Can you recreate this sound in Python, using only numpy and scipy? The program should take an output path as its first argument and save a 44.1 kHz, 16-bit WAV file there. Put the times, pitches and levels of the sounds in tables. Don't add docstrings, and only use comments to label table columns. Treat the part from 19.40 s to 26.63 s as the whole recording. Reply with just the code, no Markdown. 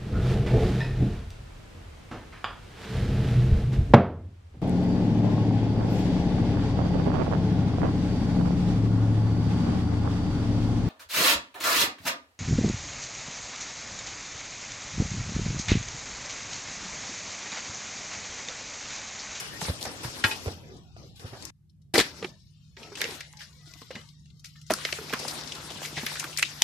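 import sys
import numpy as np
from scipy import signal
from scipy.io import wavfile
from scipy.ndimage import uniform_filter1d

SR = 44100
rng = np.random.default_rng(int(sys.argv[2]) if len(sys.argv) > 2 else 0)


def wav_out(sig):
    wavfile.write(sys.argv[1], SR, np.round(np.clip(np.atleast_2d(sig).T, -1, 1) * 32767).astype(np.int16))


def elevation(decibels):
    levels = np.asarray(decibels, float)
    return 10 ** (levels / 20)


N = 318843
MOVE_S = 2.105


def rms_one(x):
    return x / np.sqrt(np.mean(x ** 2) + 1e-20)


def peak_one(x):
    return x / np.max(np.abs(x))


def in_time(tables):
    held = [np.r_[later[0][0] - .002, rows[-1][1:]][None] for rows, later in zip(tables, tables[1:])]
    rows = np.concatenate(list(tables) + held)
    s, *columns = rows[np.argsort(rows[:, 0])].T
    return [np.interp(np.arange(N) / SR, s, column) for column in columns]


def at_hz(points, hz):
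    point_hz, value = np.array(points).T
    return np.interp(np.log(hz), np.log(point_hz), value)


def drift(rate_hz):
    r = np.exp(-80 * np.pi * rate_hz / SR)
    slow = signal.lfilter([1], [1, -2 * r, r * r], rng.standard_normal(N // 40 + 2002))
    slow = rms_one(slow[2000:])
    return np.interp(np.arange(N) / 40, np.arange(len(slow)), slow)


def resonate(x, hz, width_hz):
    r = np.exp(-np.pi * width_hz / SR)
    zeros = np.array([1, 0, -1]) * (1 - r * r) / 2
    return signal.lfilter(zeros, [1, -2 * r * np.cos(2 * np.pi * hz / SR), r * r], x)


def twice(x, hz, width_hz):
    return resonate(resonate(x, hz, width_hz), hz, width_hz)


def add(out, sound, s, pan_db=0, lag=0):
    end = round(MOVE_S * SR) if s < MOVE_S else N
    for row, channel, sign, late in zip(sound * np.ones((2, 1)), out, [.5, -.5], [lag, 0]):
        i = round(s * SR) + late
        channel[i:min(i + len(row), end)] += row[:end - i] * elevation(sign * pan_db)


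# [f/Hz, likeness -1..1]
ALIKE_FIRST = [(60, 0.7), (180, 0.6), (540, 0.7), (1630, -0.32), (4900, -0.1), (14700, 0.2)]
ALIKE_SECOND = [(60, .9), (180, 0.7), (540, 0.8), (1630, 0.083), (4900, 0.27), (14700, 0.1)]


def stereo_bands(edges_hz, gain_db_of_hz, grit, patchy_db, patch_rate):
    out, white = 0, rng.standard_normal((2, 2, N)) * grit
    first = np.arange(N) < MOVE_S * SR
    for k, (low, high) in enumerate(zip(edges_hz, edges_hz[1:])):
        band = signal.butter(2, [low, high], "band", fs=SR, output="sos")
        mid, side = rms_one(signal.sosfilt(band, white[k % 2]))
        hz = np.sqrt(low * high)
        alike = np.where(first, at_hz(ALIKE_FIRST, hz), at_hz(ALIKE_SECOND, hz))
        alike = np.clip(alike, -1, 1)
        gain = elevation(gain_db_of_hz(hz) + patchy_db * drift(patch_rate))
        out = out + gain * (np.sqrt(1 + alike) * mid + np.sqrt(1 - alike) * side * [[1], [-1]])
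    return out


# [f/Hz, level/dB per Hz]
RUMBLE_COLOUR = [(12, -50), (20, -54), (59, 2.5), (140, 3), (170, 0), (300, -35.5), (390, -58), (660, -120)]
# [t/s, rumble level/dB, exhaust note level/dB]
ENGINE_LEVELS = [
    [(0.0, -50, -55), (0.77, -50.5, -62.5), (2.1, -52, -84.5)],
    [(2.11, -62, -65), (2.88, -52, -53), (3.06, -56.5, -58), (6.74, -52.5, -48), (7.23, -55, -50.5)],
]
EXHAUST_HZ = 150.7


def engine():
    rumble_db, note_db = in_time(ENGINE_LEVELS)
    edges_hz = 20 * 2 ** np.arange(0, 4.1, .33)

    def band_db(hz):
        return at_hz(RUMBLE_COLOUR, hz) + 10 * np.log10(hz)

    rumble = stereo_bands(edges_hz, band_db, 1, patchy_db=1.0, patch_rate=4.6)
    note_hz = EXHAUST_HZ + 1.3 * drift(8.5)
    note = elevation(note_db + 1.0 * drift(12)) * np.sin(2 * np.pi * np.cumsum(note_hz) / SR)
    return elevation(rumble_db) * rms_one(rumble) + note


# [t/s, peak level/dB, f/Hz, t60/s]
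GROUND_THUMPS = [(0.222, -28, 163, 0.066), (0.284, -20, 59.6, 0.088), (0.296, -15.5, 78.5, 0.045),
                 (0.462, -33, 95.5, 0.026), (0.554, -36, 94.2, 0.052), (0.647, -24, 122, 0.082),
                 (0.679, -32, 88.8, 0.023), (0.843, -20.5, 102, 0.077), (1.065, -20.5, 85, 0.14),
                 (1.073, -32, 88.5, 0.44), (1.563, -45, 109, 0.21), (1.843, -30, 101, 0.065),
                 (1.925, -35.5, 117, 0.082), (2.54, -20, 209, 0.0096), (2.589, -11.5, 300, 0.076),
                 (2.817, -36, 187, 0.23), (4.417, -41, 255, 0.052), (4.55, -35.5, 139, 0.058),
                 (4.563, -35, 221, 0.057), (5.302, -24, 209, 0.15), (5.738, -21.5, 222, 0.021),
                 (6.359, -30.5, 195, 0.026), (6.571, -29, 150, 0.19), (6.632, -27, 234, 0.06)]
# [t/s, peak level/dB, f/Hz, t60/s]
STALK_KNOCKS = [(0.283, -27, 542, 0.033), (1.059, -23, 427, 0.044), (1.297, -42, 381, 0.18),
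                (1.565, -38, 680, 0.026), (1.931, -34, 395, 0.073), (2.552, -17, 334, 0.11),
                (2.58, -9, 461, 0.05), (2.591, -13.5, 304, 0.056), (2.608, -14, 350, 0.017),
                (2.826, -24.5, 450, 0.051), (2.845, -23, 367, 0.052), (3.371, -45.5, 382, 0.058),
                (3.418, -38.5, 419, 0.086), (3.519, -35, 405, 0.12), (3.652, -28.5, 485, 0.04),
                (3.605, -32, 457, 0.044), (3.618, -32, 403, 0.055), (3.641, -29.5, 470, .04),
                (3.688, -35, 432, 0.075), (3.72, -38.5, 367, 0.099), (0.912, -36, 400, .03),
                (4.273, -54, 317, 0.077), (4.418, -47, 460, 0.068), (4.356, -50, 306, 0.076),
                (4.506, -29, 520, 0.042), (5.305, -10.5, 635, 0.036), (5.587, -29.5, 433, 0.078),
                (5.614, -33, 410, 0.037), (5.732, -21.5, 440, 0.021), (6.419, -30.5, 580, 0.021),
                (6.843, -34, 313, 0.053), (5.309, -21, 386, 0.071), (5.32, -21, 306, 0.023),
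                (1.079, -24, 475, 0.054)]
FIRST_LAG = 10


def thumps():
    out, t = np.zeros((2, N)), np.arange(7000) / SR
    for s, peak_db, hz, t60 in GROUND_THUMPS + STALK_KNOCKS:
        fade = elevation(-60 * t / max(t60, .01)) * (1 - np.exp(-t * hz / 0.17))
        puff = rms_one(twice(rng.standard_normal(len(t)), 0.56 * hz, 4.75 * hz))
        thump = peak_one(fade * (np.sin(2 * np.pi * hz * t) + 0.32 * puff))
        add(out, elevation(peak_db) * thump, s, -1.2, lag=FIRST_LAG * (s < MOVE_S))
    return out


# [t/s, length/s, start f/Hz, end f/Hz, level/dB]
RUBS = [(0, .13, 2930, 2930, -50), (.11, .07, 1780, 1880, -49), (3.93, .1, 850, 830, -61),
        (4.19, .3, 1940, 2080, -61), (4.51, .1, 2860, 2960, -55), (4.54, .08, 4780, 4780, -62),
        (4.5, .12, 4050, 4050, -63), (4.57, .11, 1560, 1550, -64), (4.55, .07, 2040, 2010, -57),
        (5.155, .035, 1800, 1800, -58), (3.37, .1, 900, 920, -62), (3.42, .14, 450, 400, -57),
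        (3.43, .1, 1280, 1330, -58), (3.43, .08, 680, 660, -58), (4.25, .07, 1450, 1420, -66)]


def creaks():
    out = np.zeros((2, N))
    broken_db, wobble_hz = 2.5 * drift(70), 14.0 * drift(60)
    for s, length, start_hz, end_hz, level_db in RUBS:
        i, along = round(s * SR), np.linspace(0, 1, int(length * SR))
        span = slice(i, i + len(along))
        hz = start_hz + (end_hz - start_hz) * along + wobble_hz[span]
        fade = np.minimum(along / 0.014, 1) * np.minimum((1 - along) / 0.024, 1)
        tone = np.sin(2 * np.pi * np.cumsum(hz) / SR)
        add(out, elevation(level_db + broken_db[span]) * fade * tone, s)
    return out


# [t/s, level/dB, rise/s]
STROKES = [
    (.8392, -20, .0015),
    (.908, -28, .007),
]
# [f/Hz, level in the bite/dB, level in the slip/dB, t60/s]
POLE_MODES = [(880, -10, -8, .2), (1100, -14, -14, .15), (1400, -3, -8, .12), (1630, 2, -10, .12),
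              (1880, -4, -7, .14), (2200, -11, -14, .08), (2520, -5, 0, .12), (2990, -6, -7, .13),
              (3480, -8, -9, .13), (3850, -10, -6, .1), (4200, -11, -10, .12), (4880, -10, -9, .12),
              (5450, -13, -11, .08)]


def pole():
    out, t = np.zeros((2, N)), np.arange(6000) / SR
    for k, (s, hit_db, rise_s) in enumerate(STROKES):
        for hz, *mode_db, t60 in POLE_MODES:
            flutter = rms_one(resonate(rng.standard_normal((2, len(t))), hz, 80.0))
            ring = np.sin(2 * np.pi * hz * t + rng.uniform(0, 2 * np.pi)) + 0.8 * flutter
            fade = elevation(hit_db + mode_db[k] - 60 * t / t60) * np.minimum(t / rise_s, 1)
            add(out, fade * ring, s, 1.0)
    return out


# [t/s, hold/s, leaflet level/dB, heft/dB = how much the thick stalks join in]
FROND_SHAKES = [(0, 0.0079, -40, -6.5), (0, 1.121, -48, 2.5), (0.206, 0.084, -42.5, -3),
                (0.413, 0.091, -50, 6.5), (0.628, 0.022, -43, -0.5), (0.74, 0.073, -49, 2),
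                (0.833, 0.06, -40.5, 0), (1.117, 0.71, -67, 8), (1.571, 0.07, -62.5, 18.5),
                (1.755, 0.047, -56, -11), (1.792, 0.05, -54, 9), (1.162, 0.21, -61, 13),
                (1.564, 0.11, -62.5, 3), (1.85, 0.3, -53.5, 3.5), (2.015, 0.027, -55.5, 9.5),
                (2.536, 0.03, -33.5, 2.5), (2.583, 0.31, -54, 7.5), (2.541, 3.2, -67.5, -22),
                (3.376, 0.18, -54.5, 5.5), (3.566, 0.19, -45, 0), (3.791, 0.91, -60, -3.5),
                (3.987, 0.04, -50, -17), (4.255, 0.19, -57, -8), (4.503, 0.088, -56.5, 14),
                (5.04, 0.011, -47, -26), (5.155, 0.077, -61.5, -14), (5.26, 0.027, -57.5, -21),
                (5.297, 0.28, -44, -4), (5.616, 1.326, -47, 0.5), (6.995, .3, -47.5, -2),
                (5.788, 0.2, -46, 2), (6.424, 0.0087, -41, -8), (6.556, 0.26, -45.5, -8),
                (6.959, 0.027, -51, -19)]
SHAKE_RISE_S, SETTLE_DB_PER_S, STILL_DB = .006, 152.5, -101


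def shaking():
    s, hold, level_db, heft_db = np.transpose(FROND_SHAKES)[:, :, None]
    t = np.arange(0, N / SR + .002, .002)
    alive = (s >= MOVE_S) | (t < MOVE_S)
    rise = np.clip((t - s) / SHAKE_RISE_S + (s == 0), 0, 1)
    settled_db = SETTLE_DB_PER_S * np.maximum(t - s - np.abs(hold), 0)
    power = alive * rise ** 2 * elevation(2 * (level_db - settled_db))
    total = power.sum(axis=0) + elevation(2 * STILL_DB)
    return in_time([np.c_[t, 10 * np.log10(total), (power * heft_db).sum(axis=0) / total]])


# [level at a brisk shake/dB, share of the swing in level, share of the heft]
FROND_PARTS = [
    (-49.5, 1.34, 1.55),
    (-53, 1.45, 0.12),
    (-49, 1.14, 0.054),
    (-48.5, 1.485, 0.00034),
]
PART_HZ = [400, 2000, 4400, 10000]
# [f/Hz, level/dB per band]
LEAF_COLOUR = [(200, -4), (600, -3), (1900, 5), (3200, 4), (5000, 6), (7000, 0.5), (14000, -3.5)]
BRISK_DB = -48
RUSTLE_PAN_DB, FAINT_PAN = 5, 0.16


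def rustle(per_s, spread_db, tick_s, tick_db):
    leaflets_db, heft_db = shaking()
    parts_db = []
    for db, swing, heft in FROND_PARTS:
        moved_db = db + swing * (leaflets_db - BRISK_DB) + heft * heft_db
        parts_db.append(np.maximum(moved_db, STILL_DB))
    pan_db = RUSTLE_PAN_DB + FAINT_PAN * (BRISK_DB - leaflets_db)
    born = rng.random(N) < per_s * elevation(3.0 * drift(8)) / SR
    tick_starts = born * elevation(spread_db * np.minimum(rng.exponential(1, N), 3.0))
    grit = 1 + elevation(tick_db) * signal.lfilter([1], [1, -np.exp(-1 / (tick_s * SR))], tick_starts)

    def band_db(hz):
        shares = [np.interp(np.log(hz), np.log(PART_HZ), one) for one in np.eye(4)]
        mixed_db = sum(share * db for share, db in zip(shares, parts_db))
        side_db = np.outer([.5, -.5], pan_db) * min(hz / 2500, 1)
        return mixed_db + at_hz(LEAF_COLOUR, hz) - 10.0 + side_db

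    edges_hz = 210 * 2 ** np.arange(0, 6.3, .4)
    return stereo_bands(edges_hz, band_db, grit, patchy_db=2.5, patch_rate=16.0)


# [t/s, peak level/dB,
# f/Hz, t60/s, left-right/dB]
LIGHT_TICKS = [(.226, -27, 5270, 0.037, 4), (.243, -27, 5460, 0.032, 6), (.438, -26.5, 6000, 0.033, 9),
               (.452, -26.5, 5500, .04, 4), (0.84, -22.5, 3000, 0.017, -9), (0.846, -13.5, 1730, 0.012, 1.5),
               (1.795, -40, 4000, .04, 2), (1.89, -48.5, 5000, .03, 2.5), (2.826, -27, 2033, .05, 1),
               (2.8445, -22, 2200, .04, -2.5), (3.574, -33, 3240, .03, -1), (3.606, -23.5, 2160, 0.023, -6),
               (3.652, -23.5, 1910, 0.027, -4), (3.78, -48, 5500, .03, 5), (3.805, -32.5, 4240, 0.037, 11),
               (3.87, -51, 4400, 0.027, 11), (3.928, -43, 6250, 0.015, 14), (3.97, -36.5, 4700, 0.054, 8),
               (4.016, -36, 3470, 0.044, 7), (4.127, -47, 4470, 0.053, 14), (4.21, -50, 3580, .03, 12),
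               (4.268, -51, 4500, .04, 8), (4.315, -46, 5300, .04, 18), (4.337, -40.5, 4900, 0.037, 15),
               (4.416, -39, 4160, 0.052, 11), (4.508, -41, 2010, 0.047, -1), (4.554, -42, 1020, 0.049, 1),
               (4.612, -41, 3500, 0.036, 4), (4.689, -41, 4160, .03, 12), (4.796, -53, 5020, 0.037, 12),
               (4.902, -48, 3540, 0.062, 14), (5.045, -35.5, 5000, 0.024, 6), (5.055, -36, 4700, .06, 2.5),
               (5.215, -42, 3000, 0.035, 1), (5.266, -44, 5500, 0.068, 11),
               (5.318, -18.5, 5500, 0.03, 5), (5.338, -23, 1300, 0.022, -5), (5.452, -29, 460, 0.03, -1),
              (5.487, -28.5, 1700, 0.052, -6), (5.526, -31.5, 455, 0.048, -1),
              (5.586, -30, 1260, 0.039, -1), (5.641, -38, 294, 0.034, -2), (5.704, -33.5, 600, 0.029, -3),
              (5.798, -32.5, 580, .04, -3), (5.85, -26.5, 686, 0.031, 1), (5.911, -30, 4500, .03, 16),
              (5.955, -31, 3000, 0.018, 7), (5.985, -36, 785, 0.037, -2), (6.01, -29.5, 4200, 0.034, 8),
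              (6.036, -35, 4800, 0.04, 18), (6.074, -33.5, 4960, 0.061, 20), (6.303, -34.5, 483, 0.034, 2),
              (6.352, -36, 4460, .03, 5), (6.386, -41, 1500, .015, 1), (6.458, -25, 5500, 0.032, 7),
              (6.527, -37, 270, 0.087, 0), (6.576, -29.5, 676, .04, 0), (6.595, -40, 2200, 0.037, 5),
              (6.667, -34, 1550, 0.05, -7), (6.717, -31, 696, 0.026, 0), (6.769, -34, 1520, .05, -3),
              (6.797, -24, 2470, 0.068, -3), (6.828, -28.5, 1000, .04, 1), (6.928, -30, 2750, .03, 0),
              (6.965, -30, 1750, 0.028, -7), (6.985, -19, 8000, 0.09, 1), (7.0265, -8.5, 2230, 0.031, -1),
              (7.028, -24, 4440, 0.022, 7), (7.05, -26.5, 3300, 0.11, 8), (7.2205, -6.5, 5470, .01, 1),
              (6.9735, -13.5, 5000, .02, 2), (6.987, -25, 1600, 0.037, -2), (7.2205, -14, 2660, 0.022, -8),
              (7.225, -21, 3494, .05, -0.5)]
# [t/s, peak level/dB, t60/s]
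FIBRE_SPITS = [(0.001, -33, .02), (0.4285, -28, .02), (2.05, -45, .02), (2.5392, -32, .02),
               (3.6151, -15, .015), (5.336, -22, .015), (6.6624, -20, .03), (6.797, -40, .02),
               (6.9744, -18, 0.033), (7.023, -19, .03), (7.2201, -16, 0.023)]
SPIT_HZ, TICK_WIDTH = 9000, 0.72


def ticks():
    out, t = np.zeros((2, N)), np.arange(2500) / SR
    for s, peak_db, hz, t60, pan_db in LIGHT_TICKS:
        same, *apart = rng.standard_normal((3, len(t)))
        fade = elevation(-60 * t / max(t60, .005)) * np.minimum(t / 0.00046, 1)
        burst = (same + min(hz / 2500, 1.5) * np.array(apart)) * fade
        add(out, elevation(peak_db) * peak_one(twice(burst, hz, TICK_WIDTH * hz)), s, pan_db)
    top = signal.butter(2, SPIT_HZ, "high", fs=SR, output="sos")
    for s, peak_db, t60 in FIBRE_SPITS:
        burst = rng.standard_normal((2, len(t))) * elevation(-60 * t / max(t60, .005))
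        add(out, elevation(peak_db) * peak_one(signal.sosfilt(top, burst)), s, 2.0)
    return out


# [t/s, peak level/dB, f/Hz, t60/s]
PULLING = [(0.2145, -21.5, 895, 0.029), (.247, -29, 1450, 0.038), (0.278, -29, 920, 0.1),
           (0.4092, -28, 3960, 0.086), (0.428, -17, 4840, 0.0072), (0.452, -26.5, 780, 0.1),
           (0.6403, -28, 950, 0.099), (0.838, -17, 2320, 0.097), (0.909, -29.5, 2960, 0.39),
           (1.062, -40, 800, .05), (1.082, -34, 790, 0.075), (1.367, -43.5, 5140, 0.057),
           (1.927, -39.5, 690, 0.33), (2.024, -29.5, 4400, 0.029), (2.052, -22.5, 5900, 0.02)]
# [t/s, peak level/dB, f/Hz, t60/s]
CHOPPING = [(2.297, -57.5, 4880, 0.046), (2.418, -57, 4620, 0.036), (2.5392, -17.5, 2300, 0.075),
            (2.5541, -9, 2000, 0.055), (2.5786, -5.5, 4270, 0.13), (2.589, -8.5, 2500, 0.075),
            (2.598, -9, 1800, 0.07), (2.61, -11, 3600, 0.031), (3.3664, -34, 1970, 0.071),
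            (3.4276, -29.5, 2480, 0.17), (3.553, -26.5, 2950, 0.055), (3.6154, -9.5, 1970, 0.028),
            (3.6408, -16, 2670, 0.018), (3.8068, -26, 2080, 0.026), (3.935, -38.5, 1000, 0.016),
            (4.0036, -35, 1700, 0.17), (4.029, -48, 4950, 0.059), (4.3365, -32.5, 2260, 0.03),
            (4.417, -37, 1050, 0.032), (4.5105, -33, 1980, 0.029), (4.5518, -27, 1960, 0.066),
            (4.69, -59, 4760, 0.043), (4.857, -46, 2630, 0.048), (4.995, -44, 5440, 0.046),
            (5.0446, -36, 2260, 0.064), (5.158, -41, 1800, 0.036), (5.214, -41, 5850, 0.056)]
# [t/s, peak level/dB, f/Hz, t60/s]
TEARING = [(5.2997, -20.5, 1283, 0.12), (5.309, -21, 662, 0.0356), (5.3364, -11, 5340, 0.035),
           (5.386, -28, 1260, 0.055), (5.4128, -41, 1990, 0.037), (5.45, -11.5, 2000, 0.035),
           (5.5248, -12, 2460, 0.028), (5.694, -24, 2390, 0.1), (5.726, -23, 1430, 0.068),
           (5.735, -14.5, 1190, 0.046), (5.7899, -26.5, 5200, 0.067), (5.879, -20, 4810, 0.087),
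           (6.12, -21, 3100, 0.035), (6.15, -29, 4100, 0.061), (6.3022, -27, 3170, 0.07),
           (6.4151, -33.5, 870, 0.055), (6.4271, -34, 2180, 0.12), (6.448, -25, 2234, 0.088),
           (6.565, -22.5, 2037, 0.194), (6.6641, -16, 2000, 0.046), (6.7544, -24, 1660, 0.053),
           (6.796, -19.5, 6150, 0.034), (6.8399, -20.5, 1304, 0.057), (6.9735, -19, 5096, .055),
           (6.98, -20.5, 2340, 0.09), (6.994, -14.5, 2350, 0.03), (7.026, -9.5, 2570, 0.042),
           (7.2163, -24.5, 897, .06), (7.2203, -2.5, 3294, 0.0087)]
CRACK_LEVELS = [
    -20.5,
    -7,
    -8,
]
CRACK_DB_PER_OCTAVE = -8.5
PAN_DB_PER_OCTAVE, CENTRE_HZ = 4, 1600
SCATTER_DB, SCATTER_T60_S = -16, 0.31


def snaps():
    out, t = np.zeros((2, N)), np.arange(5500) / SR
    top = signal.butter(3, 6000, "high", fs=SR, output="sos")
    rows = [(*row, db) for table, db in zip([PULLING, CHOPPING, TEARING], CRACK_LEVELS) for row in table]
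    for s, peak_db, hz, t60, crack_db in rows:
        octaves = np.log2(hz / CENTRE_HZ)
        pan_db = PAN_DB_PER_OCTAVE * octaves
        top_db = peak_db + crack_db + CRACK_DB_PER_OCTAVE * octaves
        crack, apart, ragged, left, right = rng.standard_normal((5, len(t)))
        t60 = max(t60, .005)
        ragged_db = 3.3 * np.repeat(ragged, 40)[:len(t)]
        fade = elevation(-60 * t / t60 + ragged_db) * np.minimum(t / (0.03 * t60), 1)
        fade *= 1 + 1.1 * np.exp(-t / .001)
        differing = signal.lfilter([1, -1], [1, -.4], apart)
        burst = (crack + 0.73 * differing * [[1], [-1]]) * fade
        scatter_fade = elevation(SCATTER_DB - 60 * t / SCATTER_T60_S) * np.minimum(t / 0.0057, 1)
        burst += np.stack([left, right]) * scatter_fade
        broad = twice(burst, 1.2 * hz, 1.8 * hz)
        body = peak_one(twice(burst, hz, .5 * hz) + 0.5 * broad)
        add(out, elevation(peak_db) * body, s, pan_db)
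        bright = signal.sosfilt(top, burst * (1 + 1.6 * np.exp(-t / .0015)))
        add(out, elevation(top_db) * peak_one(bright), s, 0.46 * pan_db)
        stalk = peak_one(twice(crack * fade, 540, 860))
        add(out, elevation(peak_db - 18.5) * stalk * min(1500 / hz, 1), s)
    return out


def scene():
    behind = engine() + thumps() + creaks() + pole()
    leaves = rustle(per_s=44, spread_db=9.0, tick_s=0.001, tick_db=-24.5)
    return behind + leaves + ticks() + snaps()


# [f/Hz, level/dB per bin]
HUSH_BELOW = [(200, -110), (350, -75), (2000, -77), (6000, -82), (9500, -81), (12500, -77)]
TOP_OPENS = [0, .428, 2.052, 3.615, 5.337, 6.663, 6.974, 7.222]
CUTOFF_HZ, HISS_DB = 14300, -84


def suppress(x, streak_db, knee_db):
    hz, s, bins = signal.stft(x, SR, nperseg=1024, noverlap=768)
    power = uniform_filter1d(uniform_filter1d(np.abs(bins) ** 2, size=9, axis=1), size=3, axis=2)
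    floor_power = elevation(2 * at_hz(HUSH_BELOW, np.maximum(hz, 1)[:, None]))
    weak = 1 / (1 + power / floor_power) ** (6 / knee_db)
    error = rng.standard_normal(bins.shape[1:])
    error = uniform_filter1d(uniform_filter1d(error, size=16, axis=1), size=3, axis=0)
    harsh = np.interp(hz, [1200, 2300, 3200, 7000, 9000], [.4, .8, .3, .4, 1.1])[:, None]
    gain = elevation(weak * streak_db * np.minimum(rms_one(error) - harsh, .8))
    top = hz > CUTOFF_HZ
    gain[:, hz > 15900] = 0
    opened = np.abs(s[:, None] - TOP_OPENS).min(axis=1) < .007
    gain[:, top] *= elevation(-9) * opened
    return signal.istft(bins * gain, SR, nperseg=1024, noverlap=768)[1][:, :N]


def roll_off(x):
    return signal.sosfilt(signal.butter(12, 15900, fs=SR, output="sos"), x)


def record(dry):
    ports = signal.sosfilt(signal.butter(4, 50, "high", fs=SR, output="sos"), dry)
    hushed = suppress(ports, streak_db=12.0, knee_db=6.0)
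    low_pass = signal.cheby2(10, 40, CUTOFF_HZ, fs=SR, output="sos")
    hiss = signal.sosfilt(low_pass, rng.standard_normal((2, N)))
    mix = np.clip(hushed + elevation(HISS_DB) * hiss, -1, 1)
    return roll_off(mix)


dry = scene()
out = record(dry)
wav_out(out)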